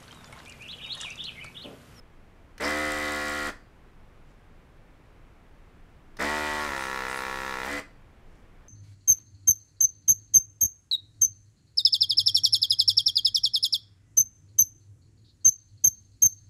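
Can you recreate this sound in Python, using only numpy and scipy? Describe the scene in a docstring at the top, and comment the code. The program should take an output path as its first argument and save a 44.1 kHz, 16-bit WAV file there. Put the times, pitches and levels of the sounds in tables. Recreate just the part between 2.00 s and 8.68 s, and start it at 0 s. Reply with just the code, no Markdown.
"""An electric desoldering gun runs twice over a circuit board, close to one microphone at a workshop bench.
Its diaphragm pump hums, knocks twice a turn and puffs air through its valves. In the longer run solder
seals the nozzle: the motor slows, one hard knock a turn remains, and air slurps through the melt until
the seal breaks. The trigger snaps and the tip grazes the board; behind them lies a quiet, small room."""
import sys
import numpy as np
from scipy import signal
from scipy.fft import rfft, irfft
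from scipy.io import wavfile
from scipy.ndimage import uniform_filter1d

SR = 44100
rng = np.random.default_rng(int(sys.argv[2]) if len(sys.argv) > 2 else 0)


def store_wav(level_fs):
    """Save 16-bit WAV to argv[1]."""
    pcm = np.round(np.clip(np.atleast_2d(level_fs), -1, 1) * 32767)
    wavfile.write(sys.argv[1], SR, pcm.T.astype(np.int16))


N = 294720
TIME = np.arange(N) / SR

# how far solder closes the nozzle: time_s, seal (0 open, 1 sealed)
NOZZLE_SEAL = [(4.15, 0), (4.31, .5), (4.595, .52), (4.695, .96), (5.02, 1), (5.37, .953), (5.635, 1),
               (5.675, .55), (5.73, 0)]
# loudness of each part of the pump: settled_db, surge_db, settle_s, sealed_change_db
HUM_LEVEL = (-37.5, 6.5, 0.37, -2.5)
KNOCK_LEVEL = (-35.5, 6, 0.67, 0.1)
AIR_LEVEL = (-47.5, 8, 2.5, -1.57)

def pump():
    """The gun up close: one motor drives hum, knocks, rattle and air. Returns sound and crank turns."""
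    age, released = run_clock()
    seal = np.interp(TIME, *np.transpose(NOZZLE_SEAL))
    speed = motor_speed(age, released, seal)
    turns = crank(speed)
    acceleration = uniform_filter1d(np.abs(np.gradient(speed)) * SR, size=2000)
    unsteady = np.clip(acceleration / 150, 0, 1)
    rattle = works_rattle(turns, seal, unsteady)
    low = loudness(HUM_LEVEL, age, released, seal) * hum(turns, speed, seal)
    knocking = from_db(-1.5) * (1 - 0.4 * unsteady) * knocks(turns, seal)
    middle = loudness(KNOCK_LEVEL, age, released, seal) * (knocking + rattle)
    air = loudness(AIR_LEVEL, age, released, seal) * valves(turns, seal)
    return low + middle + air, turns


def motor_speed(age, released, seal):
    """Turns per second: the motor spins up, settles, labours against the vacuum and coasts down."""
    free_hz, surge_hz, climb_hz, load_hz = 72.7, 3.8, 19, 8.9
    inertia_s, settle_s, coast_s = .041, .64, .09
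    lag = np.exp(-1 / (inertia_s * SR))
    load = signal.lfilter([1 - lag], [1, -lag], seal ** 5)
    unloaded = free_hz + surge_hz * np.exp(-age / settle_s) - climb_hz * np.exp(-age / inertia_s)
    return (unloaded - load_hz * load) * np.exp(-np.minimum(released, 2 * coast_s) / coast_s)


def crank(speed):
    """Turns made so far; each run starts from the same rest position."""
    turns = np.cumsum(speed * (1 + 0.0012 * drift(30))) / SR
    for pressed, _ in TRIGGER_HOLDS:
        start = int((pressed + START_LAG_S) * SR)
        turns[start:] += -turns[start] % 1
    return turns


def loudness(level, age, released, seal):
    """Gain of one part of the pump: quick attack, a surge that settles, a shift when sealed, release."""
    attack_s, release_db_per_s = 0.012, 560
    settled_db, surge_db, settle_s, sealed_db = level
    held_db = settled_db + surge_db * np.exp(-age / settle_s) + sealed_db * seal ** 2
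    return from_db(held_db - release_db_per_s * released) * (1 - np.exp(-age / attack_s))


# pump body with air flowing, and under vacuum: pitch_hz, width_hz, level_db
OPEN_MODES = [(1279, 68, -1), (1401, 70, -1), (1703, 32, -2.5), (1809, 62, -2), (1940, 153, -1),
              (2034, 32.4, 6), (2365, 44, -5), (2900, 37, -21), (3680, 230, -18.5), (4960, 33, -20)]
SEALED_MODES = [(1125, 22, 6.5), (1363, 111, 7.5), (1717, 61, 3.5), (1855, 170, 3.5), (2334, 30, 4),
                (3890, 570, -6), (5370, 350, -6.5)]

def knocks(turns, seal):
    """Two strokes a turn ring the body; suction hardens them into slaps, and full vacuum leaves one."""
    forth = strokes(turns, 0, jitter_s=.000018, uneven_db=.45)
    back = 0.58 * strokes(turns, .58, jitter_s=.00002, uneven_db=1.0)
    flowing = sum((-1) ** k * from_db(db) * resonate(forth + back, hz, width)
                  for k, (hz, width, db) in enumerate(OPEN_MODES))
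    flowing = evened(cut(flowing, 1130, "high", order=4))
    rebound = 0.94 * (1 - seal) * strokes(turns, .45, jitter_s=.00002, uneven_db=1.5)
    slap = cut(rebound - forth, 2580, "low")
    ring = sum(from_db(db) * resonate(slap, hz, width) for hz, width, db in SEALED_MODES)
    thud = from_db(-8.0) * resonate(cut(slap, 1700, "low"), 1200, 2000)
    tight = evened(cut(ring + thud, 1130, "high", order=3))
    hardness = np.clip(seal * 1.75, 0, 1)
    return evened(np.sqrt(1 - hardness ** 2) * flowing + hardness * tight)


# hum with the nozzle open, half closed and sealed: harmonic, level_db
HUM_OPEN = [(1, -10), (2, -22), (3, -11), (4, -3), (5, -7), (6, -14), (7, 0), (8, -16), (9, -4), (10, -7),
            (11, -15), (12, -14), (13, -18), (14, -11), (15, -6)]
HUM_HALF = [(1, -9), (2, -21), (3, -9), (4, -7), (5, -6), (6, -13), (7, -7), (8, -6), (9, -5), (10, -8),
            (11, -18), (12, 0), (13, -7), (14, -7), (15, -9)]
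HUM_SEALED = [(1, -10), (2, -13), (3, -11), (4, -8), (5, -5), (6, -8), (7, -5), (8, -3), (9, -19), (10, -9),
              (11, -22), (12, -8), (13, -5), (14, 0), (15, -5)]

def hum(turns, speed, seal):
    """Diaphragm harmonics boom as they meet the handle's resonance; vacuum draws them into one pulse."""
    handle_hz, handle_width_hz, handle_db = 287, 6, 5
    out = np.zeros(N)
    phases = rng.uniform(-np.pi, np.pi, len(HUM_OPEN))
    spread = 1 - .68 * np.sqrt(seal)
    for (k, free), (_, half), (_, sealed), phase in zip(HUM_OPEN, HUM_HALF, HUM_SEALED, phases):
        db = np.interp(seal, [0, .5, 1], [free, half, sealed]) + 0.76 * drift(17)
        boom_db = handle_db * np.exp(-((k * speed - handle_hz) / handle_width_hz) ** 2)
        out -= from_db(db + boom_db) * np.cos(2 * np.pi * k * (turns - .025) + phase * spread)
    return evened(out)


# air through the valves, and the hiss of the sealed nozzle: frequency_hz, density_db
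VALVE_AIR = [(1530, 6), (2600, -2.5), (3020, 3.5), (3280, -1.5), (3780, -1), (4290, -4), (4800, 0),
             (5170, -3.5), (7020, -7), (7570, -8.5), (9610, -11), (14700, -19), (15500, -22)]
SEALED_HISS = [(1650, 0.5), (2800, -3), (3160, -7.5), (3980, -5), (4490, -11.5), (5220, -5.5), (5650, -11),
               (6020, -8), (10200, -16), (14500, -18.5), (15500, -18)]

def valves(turns, seal):
    """The exhaust flap ticks, rasps and puffs; under vacuum a hollow puff follows each slap, over hiss."""
    exhaust = puff(turns, 0.52, decay_turns=0.51, steady=0.95) * noise(VALVE_AIR)
    ticks = flap_ticks(turns)
    gasp = noise(SEALED_HISS) * puff(turns, 0.034, decay_turns=0.084, steady=0.068)
    hollow = rms_one(resonate(gasp, 3560, 530) + 0.63 * resonate(gasp, 4830, 300) + 0.42 * gasp)
    open_rasp = rasp(strokes(turns, .45, jitter_s=.000015, uneven_db=2.1), VALVE_AIR, decay_s=0.015)
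    tight_rasp = rasp(strokes(turns, .0395, jitter_s=.000015, uneven_db=.5), SEALED_HISS, decay_s=0.013)
    thin_hiss = noise(SEALED_HISS) * puff(turns, 0.051, decay_turns=0.67, steady=2.2)
    flowing = from_db(-2.0) * exhaust + from_db(-12.0) * ticks + from_db(-6.5) * open_rasp
    sealed = from_db(-6.0) * hollow + from_db(-5.5) * thin_hiss + from_db(-8) * tight_rasp
    return np.sqrt(1 - seal ** 2) * flowing + seal * sealed


def flap_ticks(turns):
    """The exhaust flap strikes twice a turn and rings brightly; rms 1."""
    flap = strokes(turns, .45, jitter_s=.00004, uneven_db=2.5)
    flap += 0.83 * strokes(turns, .62, jitter_s=.00006, uneven_db=5.0)
    ring = resonate(flap, 7440, 310) - 1.2 * resonate(flap, 8330, 260) + 0.41 * resonate(flap, 4880, 120)
    return rms_one(ring + .15 * cut(flap, 3200, "high"))


def rasp(clicks, spectrum, decay_s):
    """Each click sets off the same short rattle of a valve, so its hiss is pitched; rms 1."""
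    rattle = (noise(spectrum) * np.exp(-TIME / decay_s))[:SR // 20]
    return rms_one(signal.fftconvolve(clicks, rattle)[:N])


# rattle inside the gun: frequency_hz, density_db
WORKS_NOISE = [(150, -14.5), (400, -12.5), (800, -8.5), (1400, -3), (2000, -2), (2600, -13.5), (3500, -63)]

def works_rattle(turns, seal, unsteady):
    """The works rattle each turn: less under vacuum, more while the speed changes."""
    slack = from_db(-9.5) * (1 - .45 * seal) + from_db(-6) * unsteady
    return noise(WORKS_NOISE) * puff(turns, 0, decay_turns=0.49, steady=0.84) * slack


# brief bright swells from the gun: peak_s, half_length_s, centre_hz, width_hz, level_db
BRIGHT_SWELLS = [(0.655, 0.025, 5100, 900, -37), (0.72, 0.041, 5000, 250, -48),
                 (4.225, 0.024, 5100, 1500, -44), (4.682, .005, 10000, 8000, -53),
                 (4.82, 0.074, 8300, 2570, -51), (4.84, 0.055, 6300, 1200, -52),
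                 (5.115, 0.037, 8500, 1500, -50), (5.172, 0.05, 9900, 2400, -50.5),
                 (5.215, .028, 12300, 4000, -56.5), (5.66, .014, 11500, 8000, -51),
                 (5.792, .008, 6500, 5000, -54)]

def rattle_and_slurps(turns):
    """A rattle as the motor starts, then spits, pops and slurps at the nozzle, pulsing with the pump."""
    return hisses(BRIGHT_SWELLS, grain_db=3.0) * puff(turns, 0.19, decay_turns=0.48, steady=1.0)


# finger on the trigger: pressed_s, let_go_s
TRIGGER_HOLDS = [(0.580, 1.491), (4.169, 5.792)]
# snap of the switch: frequency_hz, density_db
SWITCH_SNAP = [(500, 1), (2000, 1), (2900, -4), (4200, -4), (6000, -2.5), (7700, -18), (9000, -7),
               (11000, -20), (12700, -16), (15500, -18)]
START_LAG_S = .018

def trigger():
    """The switch snaps just before the motor starts."""
    snaps = sum((TIME >= pressed) * np.exp(-np.abs(TIME - pressed) / 0.0047)
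                for pressed, _ in TRIGGER_HOLDS)
    return from_db(-42) * snaps * noise(SWITCH_SNAP)


def run_clock():
    """Seconds since the motor last started, and since the trigger was let go (0 while it is held)."""
    age, released = np.zeros(N), np.zeros(N)
    for pressed, let_go in TRIGGER_HOLDS:
        now = TIME >= pressed + START_LAG_S
        age[now] = TIME[now] - pressed - START_LAG_S
        released[now] = np.maximum(TIME[now] - let_go, 0)
    return age, released


# faint scrapes on the board: peak_s, half_length_s, centre_hz, width_hz, level_db
TIP_GRAZES = [(2.29, .04, 6000, 3500, -77), (6.35, 0.088, 6400, 4000, -79)]

def tip_grazes():
    """The tip brushes the board after each run."""
    return hisses(TIP_GRAZES, grain_db=4)


# handling noise: peak_s, half_length_s, centre_hz, width_hz, level_db
HANDLING_BUMP = [(4.7, .045, 32, 30, -44)]

def handling_bump():
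    """A soft, very low thump of a hand or of the microphone being nudged."""
    return hisses(HANDLING_BUMP, grain_db=0)


def workshop(x, t60_s, wet_db):
    """A short room tail behind the close sound; metal modes near 4.6 kHz hang on a little longer."""
    metal_t60_s, metal_db = .5, -29.5
    t = TIME[:SR // 2]
    tail = cut(rng.standard_normal(len(t)), 9800, "low", order=1) * from_db(-60 * t / t60_s) * (t > .004)
    metal = cut(rng.standard_normal(len(t)), [4350, 4950], "band") * from_db(-60 * t / metal_t60_s)
    echo = from_db(wet_db) * tail / np.linalg.norm(tail)
    echo += from_db(metal_db) * metal / np.linalg.norm(metal)
    return x + signal.fftconvolve(x, echo)[:N]


# the quiet room around the bench: frequency_hz, density_db
ROOM_TONE = [(12, -24), (20, 4.5), (38, -8), (148, -15.5), (196, -19), (232, -20), (333, -21.5),
             (372, -22.5), (505, -24.5), (906, -28), (1100, -29), (2210, -33.5), (4430, -46.5), (6190, -50),
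             (15500, -58)]

def room_tone():
    """Steady rumble and faint hiss, well behind the gun."""
    return from_db(-51.5) * noise(ROOM_TONE)


def strokes(turns, angle, jitter_s, uneven_db):
    """One click a turn at a crank angle (in turns), a little uneven in time and strength."""
    at = np.interp(np.arange(1, int(turns[-1]) - 1) + angle, turns, np.arange(N))
    timing, strength = rng.standard_normal((1000, 2))[:len(at)].T
    at = np.clip(at + timing * jitter_s * SR, 0, N - 2)
    size = from_db(uneven_db * strength)
    whole, fraction = at.astype(int), at % 1
    clicks = np.zeros(N)
    clicks[whole] = size * (1 - fraction)
    clicks[whole + 1] += size * fraction
    return clicks


def puff(turns, angle, decay_turns, steady):
    """An envelope that jumps at a crank angle and sinks toward a steady floor each turn; rms 1."""
    return rms_one(steady + np.exp(-((turns - angle) % 1) / decay_turns))


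def hisses(rows, grain_db):
    """Short swells of noise, each in its own band, roughened by grain_db."""
    source = rng.standard_normal(N) * from_db(grain_db * drift(550))
    return sum(from_db(db) * np.exp(-((TIME - peak_s) / half_length_s) ** 2)
               * rms_one(cut(source, [hz - width / 2, hz + width / 2], "band"))
               for peak_s, half_length_s, hz, width, db in rows)


def noise(spectrum):
    """Steady noise of a given colour that falls away past the ends; rms 1."""
    hz, db = np.transpose(spectrum)
    f = np.maximum(np.arange(N // 2 + 1) * SR / N, 1)
    ends = 1 / np.sqrt(1 + (hz[0] / f) ** 10 + (f / hz[-1]) ** 10)
    colour = from_db(np.interp(np.log(f), np.log(hz), db))
    return rms_one(irfft(rfft(rng.standard_normal(N)) * ends * colour, N))


def drift(rate_hz):
    """A smooth random wander with a spread near 1."""
    knots = rng.standard_normal(N // 8)
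    return np.interp(TIME * rate_hz, np.arange(len(knots)), knots)


def resonate(x, hz, width_hz):
    """One resonance with gain 1 at its peak."""
    r = np.exp(-np.pi * width_hz / SR)
    feedback = [1, -2 * r * np.cos(2 * np.pi * hz / SR), r * r]
    return signal.lfilter(np.array([1, 0, -1]) * (1 - r * r) / 2, feedback, x + 1e-18)


def cut(x, hz, kind, order=2):
    """Low-, high- or band-pass filter with a flat passband."""
    sections = signal.butter(order, np.clip(hz, 10, .45 * SR), kind, fs=SR, output="sos")
    return signal.sosfilt(sections, x + 1e-18)


def evened(x):
    """Hold the power at 1 over a few turns."""
    power = uniform_filter1d(uniform_filter1d(x * x, size=2000), size=2600)
    return x / np.sqrt(np.abs(power) + 1e-14)


def rms_one(x):
    """Scale to unit power."""
    return x / np.sqrt(np.mean(x ** 2) + 1e-20)


def from_db(db):
    """Decibels to gain."""
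    return 10 ** (np.asarray(db) / 20)


def scene():
    """Gun and board close by on the towel-covered bench, the room behind; mono."""
    buzz, turns = pump()
    near = buzz + rattle_and_slurps(turns) + trigger() + tip_grazes()
    floor = room_tone() + handling_bump()
    return (workshop(near, t60_s=0.29, wet_db=-12.5) + floor)[None]


def record(dry):
    """The microphone's signal, with the top treble cut steeply."""
    cutoff_hz = 15650
    return signal.sosfilt(signal.ellip(12, .1, 80, cutoff_hz, fs=SR, output="sos"), dry)


dry = scene()
out = record(dry)
store_wav(out)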